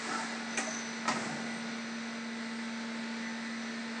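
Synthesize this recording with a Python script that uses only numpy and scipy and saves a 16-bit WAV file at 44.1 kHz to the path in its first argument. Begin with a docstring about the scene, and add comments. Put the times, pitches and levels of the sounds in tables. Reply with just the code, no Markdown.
"""Machining centre turret move

A pump motor hums, fans rush and the drives sing thinly. The tool turret slides home with a scrape
and a puff of air, a steel latch snaps while the servo whines, then the clamp shuts with a heavy
clunk that shakes the sheet-metal enclosure."""
import sys
import numpy as np
from scipy.fft import rfft, irfft, next_fast_len
from scipy.io import wavfile
from scipy.ndimage import map_coordinates

SR = 44100
rng = np.random.default_rng(int(sys.argv[2]) if len(sys.argv) > 2 else 0)


def transcribe(signal):
    """Save signal, clipped to [-1, 1], as a 16-bit WAV file at the path in sys.argv[1]."""
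    frames = np.atleast_2d(signal).T
    limited = np.clip(frames, -1, 1)
    pcm = np.round(limited * 32767).astype(np.int16)
    wavfile.write(sys.argv[1], SR, pcm)


N = 4 * SR


def amp(db):
    return 10 ** (np.asarray(db) / 20)


def unit_rms(x):
    return x / np.sqrt(np.mean(x ** 2) + 1e-20)


def clock():
    return np.arange(N) / SR


def level(rows):
    """Gain per sample from (time [s], level [dB])."""
    return amp(np.interp(clock(), *np.transpose(rows)))


def wobble(rate_hz):
    """Smooth random curve."""
    return map_coordinates(rng.standard_normal(400), [clock() * rate_hz], mode="wrap")


def filtered(x, response):
    size = next_fast_len(N + SR // 4)
    return irfft(rfft(x, size) * response(np.fft.rfftfreq(size, 1 / SR)), size)[:N]


def noise(spectrum):
    """Unit-rms noise from (frequency [Hz], relative density [dB])."""
    knots_hz, db = np.transpose(spectrum)
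    white = rng.standard_normal(N)
    return unit_rms(filtered(white, lambda hz: amp(np.interp(np.log(hz + 1), np.log(knots_hz), db))))


def band(hz, width_hz):
    """Unit-rms noise in one resonance."""
    def resonance(f):
        return (1 + ((f - hz) / width_hz) ** 2 / 2) ** -2 * (f / (f + hz)) ** 2
    return unit_rms(filtered(rng.standard_normal(N), resonance))


def tone(hz, drift_hz):
    """Unit-rms sine with wandering pitch."""
    turns = np.cumsum(hz + drift_hz * wobble(8.85)) / SR + rng.random()
    return np.sqrt(2) * np.sin(2 * np.pi * turns)


def swell(peak_s, rise_s, t60_s, hold_s=0):
    """Gaussian rise, hold, exponential decay."""
    t = clock() - peak_s
    return np.exp(-(np.minimum(t, 0) / rise_s) ** 2) * amp(-60 * np.maximum(t - hold_s, 0) / t60_s)


def ringing(rows):
    """Clean resonances that build up and die away."""
    return sum(amp(db) * swell(*shape) * tone(hz, drift_hz=4) for hz, db, *shape in rows)


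CRACK_T60_S, PANEL_LOW_HZ = 0.012, 110


def impacts(contacts, modes, spectrum, crack_db, crash_t60_s, tail_db, tail_t60_s, attack_s, ring_rise_s):
    """Each contact cracks, crashes and rings the modes; soft ones are duller, panels radiate no lows."""
    out, t = np.zeros(N + SR), np.arange(SR) / SR
    for start_s, crash_db, ring_db, cutoff_hz in contacts:
        ring = sum(amp(db + rng.normal(0, 1) - 60 * t / t60_s)
                   * np.sin(2 * np.pi * (hz * t + rng.random())) for hz, db, t60_s in modes)
        ring *= amp(ring_db) * (1 - np.exp(-t / ring_rise_s))
        crash = filtered(noise(spectrum), lambda hz: (1 + (hz / cutoff_hz) ** 6) ** -.5
                         * hz ** 2 / (hz ** 2 + PANEL_LOW_HZ ** 2))[:SR]
        crack = amp(crack_db - 60 * t / CRACK_T60_S)
        enclosure_tail = amp(tail_db - 60 * t / tail_t60_s)
        crash *= crack + amp(-60 * t / crash_t60_s) + enclosure_tail
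        crash *= amp(crash_db) * (1 - np.exp(-t / attack_s))
        out[round(start_s * SR):][:SR] += ring + crash
    return out[:N]


# (time [s], level [dB])
HUM_LEVEL = [(0, -46.5), (.4, -42.5), (.9, -44), (1.5, -41.5), (2.1, -42), (2.6, -40.5), (3.4, -40.5),
             (4, -42)]


def pump():
    """Pump motor hum."""
    return level(HUM_LEVEL) * tone(hz=229.55, drift_hz=0.25)


# (frequency [Hz], level [dB])
STEADY_TONES = [(592, -66.5), (1034, -68.5), (1093, -69), (1270, -65), (1324, -61), (1498, -64.5),
                (1549.5, -60), (1631, -65), (1734, -61.5), (1954, -69), (1987, -58.5), (2293, -63.5),
                (2525, -67.5), (2811, -68.5), (5945, -73.5), (6058, -70.5)]
# Swelling tones: (time [s], level [dB])
FAN_TONE_LEVEL = [(0, -55), (1.2, -58.5), (1.9, -61.5), (2.501, -56.5), (3.35, -54), (3.7, -68), (4, -51)]
LOW_TONE_LEVEL = [(0, -55), (.3, -54), (1.5, -53), (2.5, -59), (3, -59), (4, -59)]
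MID_TONE_LEVEL = [(0, -59), (2.95, -66), (3.28, -52.5), (3.48, -53), (3.65, -59), (3.77, -52), (4, -53)]
DRIVE_LEVEL = [(0, -61.5), (1.3, -59.5), (1.55, -58.5), (2.1, -59), (2.5, -72), (2.75, -58.5), (3, -77),
               (3.27, -56.5), (3.43, -65.5), (3.65, -57), (4, -76)]
HIGH_TONE_LEVEL = [(0, -71), (1.3, -70.5), (2.2, -73.5), (2.55, -65.5), (3.25, -77), (3.5, -67),
                   (3.68, -75), (3.8, -69), (4, -75)]


def motor_tones():
    """Thin tones of motors, fans and drives: most waver, five swell and fade."""
    steady = sum(amp(db + 2.4 * wobble(3.61)) * tone(hz, drift_hz=1.1) for hz, db in STEADY_TONES)
    levels_by_hz = {886.5: FAN_TONE_LEVEL, 1448.8: LOW_TONE_LEVEL, 1810.5: MID_TONE_LEVEL,
                    6001: DRIVE_LEVEL, 8436: HIGH_TONE_LEVEL}
    return steady + sum(level(rows) * tone(hz, drift_hz=0.64) for hz, rows in levels_by_hz.items())


# (frequency [Hz], relative density [dB])
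RUSH_SPECTRUM = [(25, -44), (50, -31.5), (85, -23), (130, -6), (200, 1.5), (330, 0.5), (390, -3), (455, 4),
                 (520, -2.5), (610, 0.5), (780, -2.5), (1130, -3.5), (1400, -2), (2100, 1.5), (2500, -4.5),
                 (3050, -9.5), (4100, -3.5), (5400, -11), (6600, -16), (7600, -16.5), (8700, -22.5),
                 (9600, -32.5), (10200, -52)]
# (time [s], level [dB])
RUSH_LEVEL = [(0, -44), (.3, -43), (.9, -42.5), (1.5, -44), (2, -45), (2.9, -44), (3.35, -44.5), (4, -44.5)]
SINGING_LEVEL = [(0, -51), (1.2, -56.5), (1.5, -52), (1.7, -67), (3.1, -76), (3.3, -48.5), (3.48, -56),
                 (3.6, -57), (3.8, -70), (4, -59)]


def fans():
    """Even rush of cooling air; a hoarse singing comes and goes."""
    rush = level(RUSH_LEVEL) * amp(0.71 * wobble(11)) * noise(RUSH_SPECTRUM)
    return rush + level(SINGING_LEVEL) * band(hz=1983, width_hz=20)


# (peak [s], level [dB], rise [s], hold [s], t60 [s])
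AIR_PUFFS = [(0.08, -42, 0.1, 0.13, 1), (0.595, -43.5, 0.024, 0.024, 1), (1.1, -43.5, 0.028, 0.15, 1)]
# (frequency [Hz], relative density [dB])
AIR_SPECTRUM = [(300, -22), (900, 11), (2000, 8.5), (3200, -5), (5000, 3.5), (6500, 0.5), (8100, 2),
                (9200, -11), (10200, -26.5)]
# (frequency [Hz], width [Hz], level [dB], peak [s], rise [s], t60 [s])
AIR_WHISTLE = (8232, 52, -61, 1.6, 0.2, 0.1)


def air():
    """Air escapes at each turret move and whistles faintly as it runs out."""
    hz, width_hz, whistle_db, *shape = AIR_WHISTLE
    whistle = amp(whistle_db) * swell(*shape) * band(hz, width_hz)
    return whistle + sum(amp(db) * swell(peak_s, rise_s, t60_s, hold_s) * noise(AIR_SPECTRUM)
                         for peak_s, db, rise_s, hold_s, t60_s in AIR_PUFFS)


# (frequency [Hz], width [Hz], level [dB], peak [s], rise [s], t60 [s])
SCRAPE_BANDS = [(1323, 47, -39.5, 0.12, 0.042, 0.85), (1700, 55, -47, 0.16, 0.12, 2.4),
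                (767, 120, -44.5, 0.11, 0.04, 2.2), (253, 110, -43, 0.11, 0.047, 0.93)]
# (frequency [Hz], level [dB], peak [s], rise [s], t60 [s])
SCRAPE_SQUEAKS = [(1335, -40, 0.154, 0.022, 0.28), (1477, -41, 0.135, 0.016, 0.16),
                  (898, -41.5, 0.208, 0.033, 0.13)]


def scrape():
    """Sliding steel squeaks and excites noisy resonances."""
    squeaks = ringing(SCRAPE_SQUEAKS)
    return squeaks + sum(amp(db) * swell(*shape) * band(hz, width_hz)
                         for hz, width_hz, db, *shape in SCRAPE_BANDS)


WHINE_HZ, MAINS_HZ = 6009, 50
# (time [s], level [dB])
WHINE_LEVEL = [(.47, -100), (.5, -51.5), (.56, -50.5), (.61, -44.5), (.72, -44), (.79, -45.5), (.84, -50.5),
               (.9, -51.5), (.97, -57), (1.04, -60), (1.12, -100)]
SIDE_TONE_LEVEL = [(.47, -100), (.51, -66), (.6, -55.5), (.805, -55), (.83, -58), (.9, -100)]
# (time [s], frequency [Hz])
SIDE_TONE_PITCH = [(.49, 6060), (.59, 6400), (.8, 6430), (.86, 6100)]


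def servo():
    """Raspy whine, pulsing at mains rate under load; a side tone follows speed-up and braking."""
    beat = np.cos(2 * np.pi * MAINS_HZ * (clock() - .711) + .25 * wobble(12))
    carrier = tone(WHINE_HZ, drift_hz=2.3) + amp(-9) * band(WHINE_HZ, width_hz=66)
    whine = unit_rms((0.55 + 2 * beat) * carrier)
    side_hz = np.interp(clock(), *np.transpose(SIDE_TONE_PITCH))
    side_tone = tone(side_hz, drift_hz=25) * amp(2.5 * wobble(70))
    return level(WHINE_LEVEL) * amp(1.2 * wobble(30)) * whine + level(SIDE_TONE_LEVEL) * side_tone


# (time [s], crash [dB], ring [dB], cutoff [Hz])
LATCH_CONTACTS = [(.5738, -32, -32, 12000), (.583, -33, -44, 11000), (.599, -43, -47, 6000)]
# (frequency [Hz], relative level [dB], t60 [s])
LATCH_MODES = [(1252, -12.5, 0.4), (1620, -19, 0.29), (1903, -1.5, 0.23), (2430, 3, 0.066),
               (2790, -1.5, 0.03), (6120, 6, 0.041)]
# (frequency [Hz], relative density [dB])
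LATCH_SPECTRUM = [(35, -49), (100, -32), (270, 3), (450, -1), (720, 5), (1100, -4.5), (2400, 4),
                  (3500, -10.5), (5000, -12), (6200, -5.5), (8400, -1), (9400, -18.5), (10300, -18)]
# (frequency [Hz], level [dB], peak [s], rise [s], t60 [s])
LATCH_PANEL_RING = [(628, -39, 0.68, 0.013, 0.17), (771, -42.5, 0.616, 0.025, 0.3),
                    (285, -46, .595, 0.018, 0.62)]


def latch():
    """Bright steel snap, answered by the panels."""
    snap = impacts(LATCH_CONTACTS, LATCH_MODES, LATCH_SPECTRUM, crack_db=-6, crash_t60_s=0.12,
                   tail_db=-15, tail_t60_s=0.39, attack_s=0.00047, ring_rise_s=0.0015)
    return snap + ringing(LATCH_PANEL_RING)


# (time [s], crash [dB], ring [dB], cutoff [Hz])
CLAMP_CONTACTS = [(1.053, -40, -32, 2400), (1.0783, -29, -23, 11900), (1.0875, -29.5, -22.5, 8500),
                  (1.111, -31, -35, 4020), (1.12, -37, -39, 10000), (1.156, -40, -33, 1300)]
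# (frequency [Hz], relative level [dB], t60 [s])
CLAMP_MODES = [(620, -17, 0.11), (743, -18, 0.17), (840, -16, .08), (1032, -12, 0.18), (1282, 3.5, 0.066),
               (1370, -20, 0.033), (1882, -7, 0.07), (1900, -9, 0.1)]
# (frequency [Hz], relative density [dB])
CLAMP_SPECTRUM = [(70, -28), (160, 4), (400, -2), (900, 9), (1400, -1), (2200, 4), (3200, -9), (4800, -3.5),
                  (6500, -4), (8300, -12), (9400, -18.5), (10200, -46)]
SHUDDER_SPECTRUM = [(30, -39), (70, -27.5), (110, -9.5), (165, 4.5), (260, 2), (500, -5.5), (780, -0.5),
                    (1100, -16.5), (2000, -10), (3000, -27), (6000, -48.5)]
# (frequency [Hz], level [dB], peak [s], rise [s], t60 [s])
CLAMP_PANEL_RING = [(249, -34.5, 1.116, 0.0082, 0.087), (743, -48, 1.3, 0.028, 0.14)]


def clamp():
    """Heavy clunk of several contacts; the panels ring and shudder on."""
    clunk = impacts(CLAMP_CONTACTS, CLAMP_MODES, CLAMP_SPECTRUM, crack_db=-8.5, crash_t60_s=0.098,
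                    tail_db=-17.5, tail_t60_s=0.68, attack_s=0.0012, ring_rise_s=0.0043)
    shudder_gain = amp(-42 + 1.2 * wobble(55)) * swell(1.138, rise_s=0.087, t60_s=2.07, hold_s=0.18)
    return clunk + ringing(CLAMP_PANEL_RING) + shudder_gain * noise(SHUDDER_SPECTRUM)


def scene():
    """All sources, alike in both channels."""
    idle = pump() + motor_tones() + fans()
    turret = air() + scrape() + latch() + clamp() + servo()
    return np.tile(idle + turret, (2, 1))


BAND_LIMIT_HZ = 10200


def record(dry):
    """Brick-wall low-pass."""
    return np.array([filtered(x, lambda hz: hz < BAND_LIMIT_HZ) for x in dry])


dry = scene()
out = record(dry)
transcribe(out)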